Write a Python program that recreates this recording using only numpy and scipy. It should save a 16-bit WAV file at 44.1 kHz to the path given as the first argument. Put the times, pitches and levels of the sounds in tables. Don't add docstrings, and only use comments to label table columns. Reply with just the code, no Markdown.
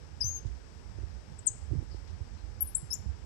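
import sys
import numpy as np
from scipy import signal
from scipy.fft import rfft, irfft
from scipy.io import wavfile
from scipy.ndimage import uniform_filter1d

SR = 44100
rng = np.random.default_rng(int(sys.argv[2]) if len(sys.argv) > 2 else 0)


def wav_out(sig):
    wavfile.write(sys.argv[1], SR, np.round(np.clip(np.atleast_2d(sig).T, -1, 1) * 32767).astype(np.int16))


def amplitude_ratio(level_db):
    exponent = np.asarray(level_db, float) / 20
    return 10 ** exponent


N = 143325

# pitch_hz, density_db (per Hz)
OPEN_AIR = [(40, -78), (130, -79), (430, -89.5), (1700, -93), (3500, -100), (8600, -105), (9700, -122),
            (12500, -135)]
COVERED_AIR = [(200, -86.5), (430, -83.5), (860, -98), (1700, -107), (3500, -115), (4700, -120),
               (5400, -132), (9000, -140)]
# pitch_hz, density_db (per Hz)
HISS = [(4000, -137), (7000, -133), (10000, -123), (12600, -122), (13300, -136), (14300, -142),
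        (15300, -132), (15800, -131)]
# pitch_hz, density_db (per Hz)
WIND = [(22, -85), (32, -87), (45, -59), (80, -56.5), (130, -71.5), (220, -81.5), (400, -116), (1500, -170)]
# start_s, level_db
GUSTS = [(0.0, -58), (0.04, -66.5), (0.27, -56.5), (0.4, -63), (0.46, -40.5), (0.5, -60), (0.97, -61.5),
         (0.99, -50.5), (1.25, -63), (1.31, -50), (1.37, -63), (1.67, -56), (1.72, -39), (1.88, -56),
         (2.94, -58.5), (3.09, -44), (3.13, -61), (3.25, -58.5)]
# pitch_hz, width_hz, level_db
INSECTS = [
    (5300, 1200, -65.5),
    (7680, 300, -77),
    (1605, 200, -75.5),
    (859, 170, -66.5),
]
# start_s, pitch_hz, level_db
BROKEN_CALLS = [
    [(.205, 6000, -49), (.209, 5530, -33.5), (.213, 5110, -29.5), (.222, 4992, -29.5), (.233, 4990, -36),
     (.236, 5200, -41)],
    [(.235, 5660, -44), (.245, 6060, -36), (.27, 6220, -33.5), (.285, 6280, -35), (.3, 6430, -41),
     (.345, 6565, -43), (.375, 6350, -41), (.388, 6270, -52), (.4, 6300, -58)],
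    [(2.904, 5730, -44), (2.907, 5300, -44), (2.914, 5070, -35.5), (2.923, 5300, -39), (2.931, 5540, -31),
     (2.936, 6280, -38.5)],
    [(2.935, 6550, -49), (2.939, 7000, -29.5), (2.944, 7500, -37), (2.949, 7120, -41), (2.958, 6180, -45)],
]
# start_s, pitch_hz, level_db
CHIRPS = [
    [(1.378, 8570, -83), (1.388, 8340, -60), (1.393, 7770, -42), (1.397, 6860, -55)],
    [(1.46, 8040, -44), (1.465, 9200, -35.5), (1.471, 8060, -22.5), (1.476, 7540, -21.5),
     (1.478, 6940, -27.5), (1.484, 6360, -31.5), (1.487, 6590, -38), (1.495, 5970, -45.5)],
    [(2.605, 11300, -61), (2.608, 11670, -28.5), (2.616, 11760, -34.5), (2.624, 11650, -24),
     (2.631, 11000, -30.5), (2.637, 10600, -52), (2.642, 10400, -74)],
    [(2.671, 8450, -45), (2.674, 9250, -41.5), (2.681, 10300, -45.5), (2.69, 10900, -47),
     (2.697, 11300, -58), (2.706, 10900, -52)],
    [(2.747, 7500, -43), (2.753, 7490, -21), (2.757, 8270, -30), (2.763, 9400, -39), (2.769, 10250, -32.5),
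     (2.776, 10740, -45), (2.783, 10100, -38), (2.79, 9600, -55)],
]
# second_partial_db, third_partial_db, trill_hz (depth)
VOICES = [(-24.5, -62, 31), (-19.5, -60, 74), (-7, -30, 10), (-15, -33, 14), (-50, -70, 10), (-37, -91, 49),
          (-60, -70, 10), (-60, -70, 10), (-42, -70, 10)]
# start_s, peak_db, pitch_hz, snap_db
KNOCKS = [(.241, -26, 103, 2.5), (.449, -27, 97, 5), (0.986, -29, 79, 7.5), (1.033, -24, 66, 1),
          (1.712, -18.5, 104, 1.5), (1.751, -22.5, 135, 4), (1.786, -25.5, 108, -3.5),
          (1.826, -32.5, 87, 10.5), (1.945, -28, 79, 8), (2.204, -27.5, 95, -2), (2.827, -31, 133, 1),
          (3.058, -22.5, 84.5, -2)]
# start_s, length_s, level_db, pitch_hz
SCUFFS = [
    (0.465, 0.016, -53.5, 4500),
    (0.67, 0.022, -98, 8500),
    (1.831, 0.01, -64, 6900),
    (2.072, 0.028, -53, 3600),
    (3.21, 0.014, -80, 6300),
]
# start_s, length_s, level_db, start_hz, end_hz
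FAR_CALLS = [
    (1.893, .045, -52, 5400, 4050),
    (2.232, .015, -70, 4860, 4700),
    (2.37, 0.014, -54, 4100, 3800),
]

NEAR_DB, EDGE_S, PARTIAL_FOLLOWS = 5.5, 0.0011, 0.23
TRILL_RATE_HZ, TRILL_BEAT_DB = 91.95, 0.5
WOBBLE_HZ, SHIMMER_DB = 24.5, 1
ECHO_S, ECHO_DB = .0065, -14
WALLS_DB, WALLS_T60_S, WALLS_START_S = -13.5, 0.21, .004
FAR_DB, FAR_T60_S, FAR_CUT_HZ = -20, 0.52, 9300
KNOCK_DB, KNOCK_T60_S, KNOCK_LEAK_DB = 9.5, 0.057, -51.5
SNAP_DB, SNAP_HZ, SNAP_T60_S = -20, 338, 0.021
SCUFF_WIDTH = 1.71
RUSTLE_START_S, RUSTLE_END_S, RUSTLE_DB, RUSTLE_HZ = 1.72, 1.84, -40.5, 213
FAR_ROUGH_HZ = 353
DIP_HZ, DIP_WIDTH_HZ, DIP_SHARE = 13700, 2200, 0.89
COVERED_DB, COVERED_LEAD_S = -50, .001
LOW_CUT_HZ, TOP_CUT_HZ = 36.5, 16000


def in_time(rows):
    s, *columns = np.transpose(rows)
    return [np.interp(np.arange(N) / SR, s, column) for column in columns]


def drift(rate_hz):
    r = np.exp(-2 * np.pi * rate_hz / SR)
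    slow = signal.lfilter([1], [1, -2 * r, r * r], rng.standard_normal(N + SR))[SR:]
    return slow / slow.std()


def band(x, low_hz, high_hz):
    sos = signal.butter(2, [low_hz, min(high_hz, .45 * SR)], "band", fs=SR, output="sos")
    return signal.sosfilt(sos, x)


def air(spectrum, patchy_db, rate_hz):
    hz, db = np.transpose(spectrum)
    f = np.fft.rfftfreq(N, 1 / SR) + 1
    density = amplitude_ratio(np.interp(np.log(f), np.log(hz), db)) * np.sqrt(SR / 2)
    shaped = rfft(rng.standard_normal(N)) * density
    shaped[f < 20] = 0
    place = 2 * np.log2(f / 20)
    out = np.zeros(N)
    for k in range(21):
        share = np.clip(1 - abs(place - k), 0, 1)
        out += irfft(shaped * share, N) * amplitude_ratio(patchy_db * drift(rate_hz))
    return out


def wind():
    gust_db, = in_time(GUSTS)
    swell = amplitude_ratio(0.6 * (gust_db - gust_db.mean()))
    return swell * air(WIND, patchy_db=4.0, rate_hz=9.8)


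def insects():
    out = np.zeros(N)
    for hz, width_hz, db in INSECTS:
        chorus = band(rng.standard_normal(N), hz - width_hz / 2, hz + width_hz / 2)
        out += amplitude_ratio(db) * np.sqrt(SR / 2 / width_hz) * chorus
    return out


def peeps():
    t, out = np.arange(N) / SR, np.zeros(N)
    wobble, shimmer = drift(100), drift(120)
    trill = 2 * np.pi * TRILL_RATE_HZ * np.cumsum(1 + 0.123 * drift(16)) / SR
    for rows, (second_db, third_db, trill_hz) in zip(BROKEN_CALLS + CHIRPS, VOICES):
        hz, db = in_time(rows)
        hz = uniform_filter1d(hz, size=90) + trill_hz * np.sin(trill) + WOBBLE_HZ * wobble
        phase = 2 * np.pi * np.cumsum(hz) / SR
        gate = np.clip(np.minimum(t - rows[0][0], rows[-1][0] - t) / EDGE_S, 0, 1)
        effort = amplitude_ratio(PARTIAL_FOLLOWS * (db - db.max()))
        second = amplitude_ratio(second_db) * np.sin(2 * phase) * (hz < SR / 4.2)
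        third = amplitude_ratio(third_db) * np.sin(3 * phase) * (hz < SR / 6.3)
        tone = np.sin(phase) + effort * (second + third)
        beat_db = TRILL_BEAT_DB * trill_hz / 100 * np.cos(trill)
        out += np.sqrt(2) * gate * amplitude_ratio(db + NEAR_DB + SHIMMER_DB * shimmer + beat_db) * tone
    return out


def walls(x):
    t = np.arange(SR) / SR

    def tail(db, t60_s):
        level = np.sqrt(2 * np.log(1000) / t60_s / SR)
        return amplitude_ratio(db - 60 * t / t60_s) * level * rng.standard_normal(SR)

    near = tail(WALLS_DB, WALLS_T60_S)
    far = tail(FAR_DB, FAR_T60_S)
    far = signal.sosfilt(signal.butter(2, FAR_CUT_HZ, fs=SR, output="sos"), far)
    return signal.fftconvolve(x, (near + far) * np.clip(t / WALLS_START_S, 0, 1))[:N]


def knocks():
    out, t = np.zeros(N + SR), np.arange(SR // 2) / SR
    for s, db, hz, snap_db in KNOCKS:
        body = amplitude_ratio(-60 * t / KNOCK_T60_S) * np.sin(2 * np.pi * hz * t) * (1 - np.exp(-t / 0.0051))
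        snap = amplitude_ratio(SNAP_DB + snap_db - 60 * t / SNAP_T60_S) * np.sin(2 * np.pi * SNAP_HZ * t)
        snap *= 1 - np.exp(-t / 0.00027)
        start = int(s * SR)
        out[start:start + len(t)] += amplitude_ratio(db + KNOCK_DB) * (body + snap)
    return out[:N]


def scuffs():
    t, out = np.arange(N) / SR, np.zeros(N)
    for s, length_s, db, hz in SCUFFS:
        low_hz, high_hz = hz / SCUFF_WIDTH, hz * SCUFF_WIDTH
        hiss = band(band(rng.standard_normal(N), low_hz, high_hz), low_hz, high_hz)
        rise = np.clip((t - s) / 0.0034, 0, 1)
        out += amplitude_ratio(db) * 2 * hiss * rise * np.exp(-np.maximum(t - s, 0) / length_s)
    return out


def rustle():
    t = np.arange(N) / SR
    gate = np.clip(np.minimum(t - RUSTLE_START_S, RUSTLE_END_S - t) / .015, 0, 1)
    rumble = band(rng.standard_normal(N), RUSTLE_HZ / 1.6, RUSTLE_HZ * 1.63)
    rumble = band(rumble, RUSTLE_HZ / 2.2, RUSTLE_HZ * 1.64)
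    return gate * amplitude_ratio(RUSTLE_DB + 17.5 + 5.2 * drift(27)) * rumble


def far_calls():
    t, out = np.arange(N) / SR, np.zeros(N)
    hoarse = FAR_ROUGH_HZ * drift(400)
    for s, length_s, db, start_hz, end_hz in FAR_CALLS:
        u = np.clip((t - s) / length_s, 0, 1)
        hz = hoarse + start_hz + (end_hz - start_hz) * u
        out += amplitude_ratio(db) * np.sin(np.pi * u) * np.sin(2 * np.pi * np.cumsum(hz) / SR)
    return .3 * out + 5 * walls(out)


def scene():
    calls, case = peeps(), knocks()
    echo = amplitude_ratio(ECHO_DB) * np.roll(calls, int(ECHO_S * SR))
    heard = calls + echo + walls(calls)
    heard = heard - DIP_SHARE * signal.lfilter(*signal.iirpeak(DIP_HZ, DIP_HZ / DIP_WIDTH_HZ, fs=SR), heard)
    open_air = air(OPEN_AIR, patchy_db=.4, rate_hz=10)
    left = heard + far_calls() + insects() + scuffs() + open_air - amplitude_ratio(KNOCK_LEAK_DB) * case
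    leak = amplitude_ratio(COVERED_DB) * np.diff(np.roll(calls, -int(COVERED_LEAD_S * SR)), prepend=0)
    covered_air = air(COVERED_AIR, patchy_db=.6, rate_hz=10)
    right = leak + case + wind() + covered_air + rustle()
    hiss = [air(HISS, patchy_db=-2.5, rate_hz=6) for side in "LR"]
    return np.array([left, right]) + hiss


def low_pass(x):
    return signal.sosfilt(signal.butter(12, 16000, fs=SR, output="sos"), x)


def record(dry):
    x = signal.sosfilt(signal.butter(4, LOW_CUT_HZ, "high", fs=SR, output="sos"), dry)
    mix = signal.sosfilt(signal.ellip(10, .5, 60, TOP_CUT_HZ, fs=SR, output="sos"), x)
    return low_pass(mix)


dry = scene()
out = record(dry)
wav_out(out)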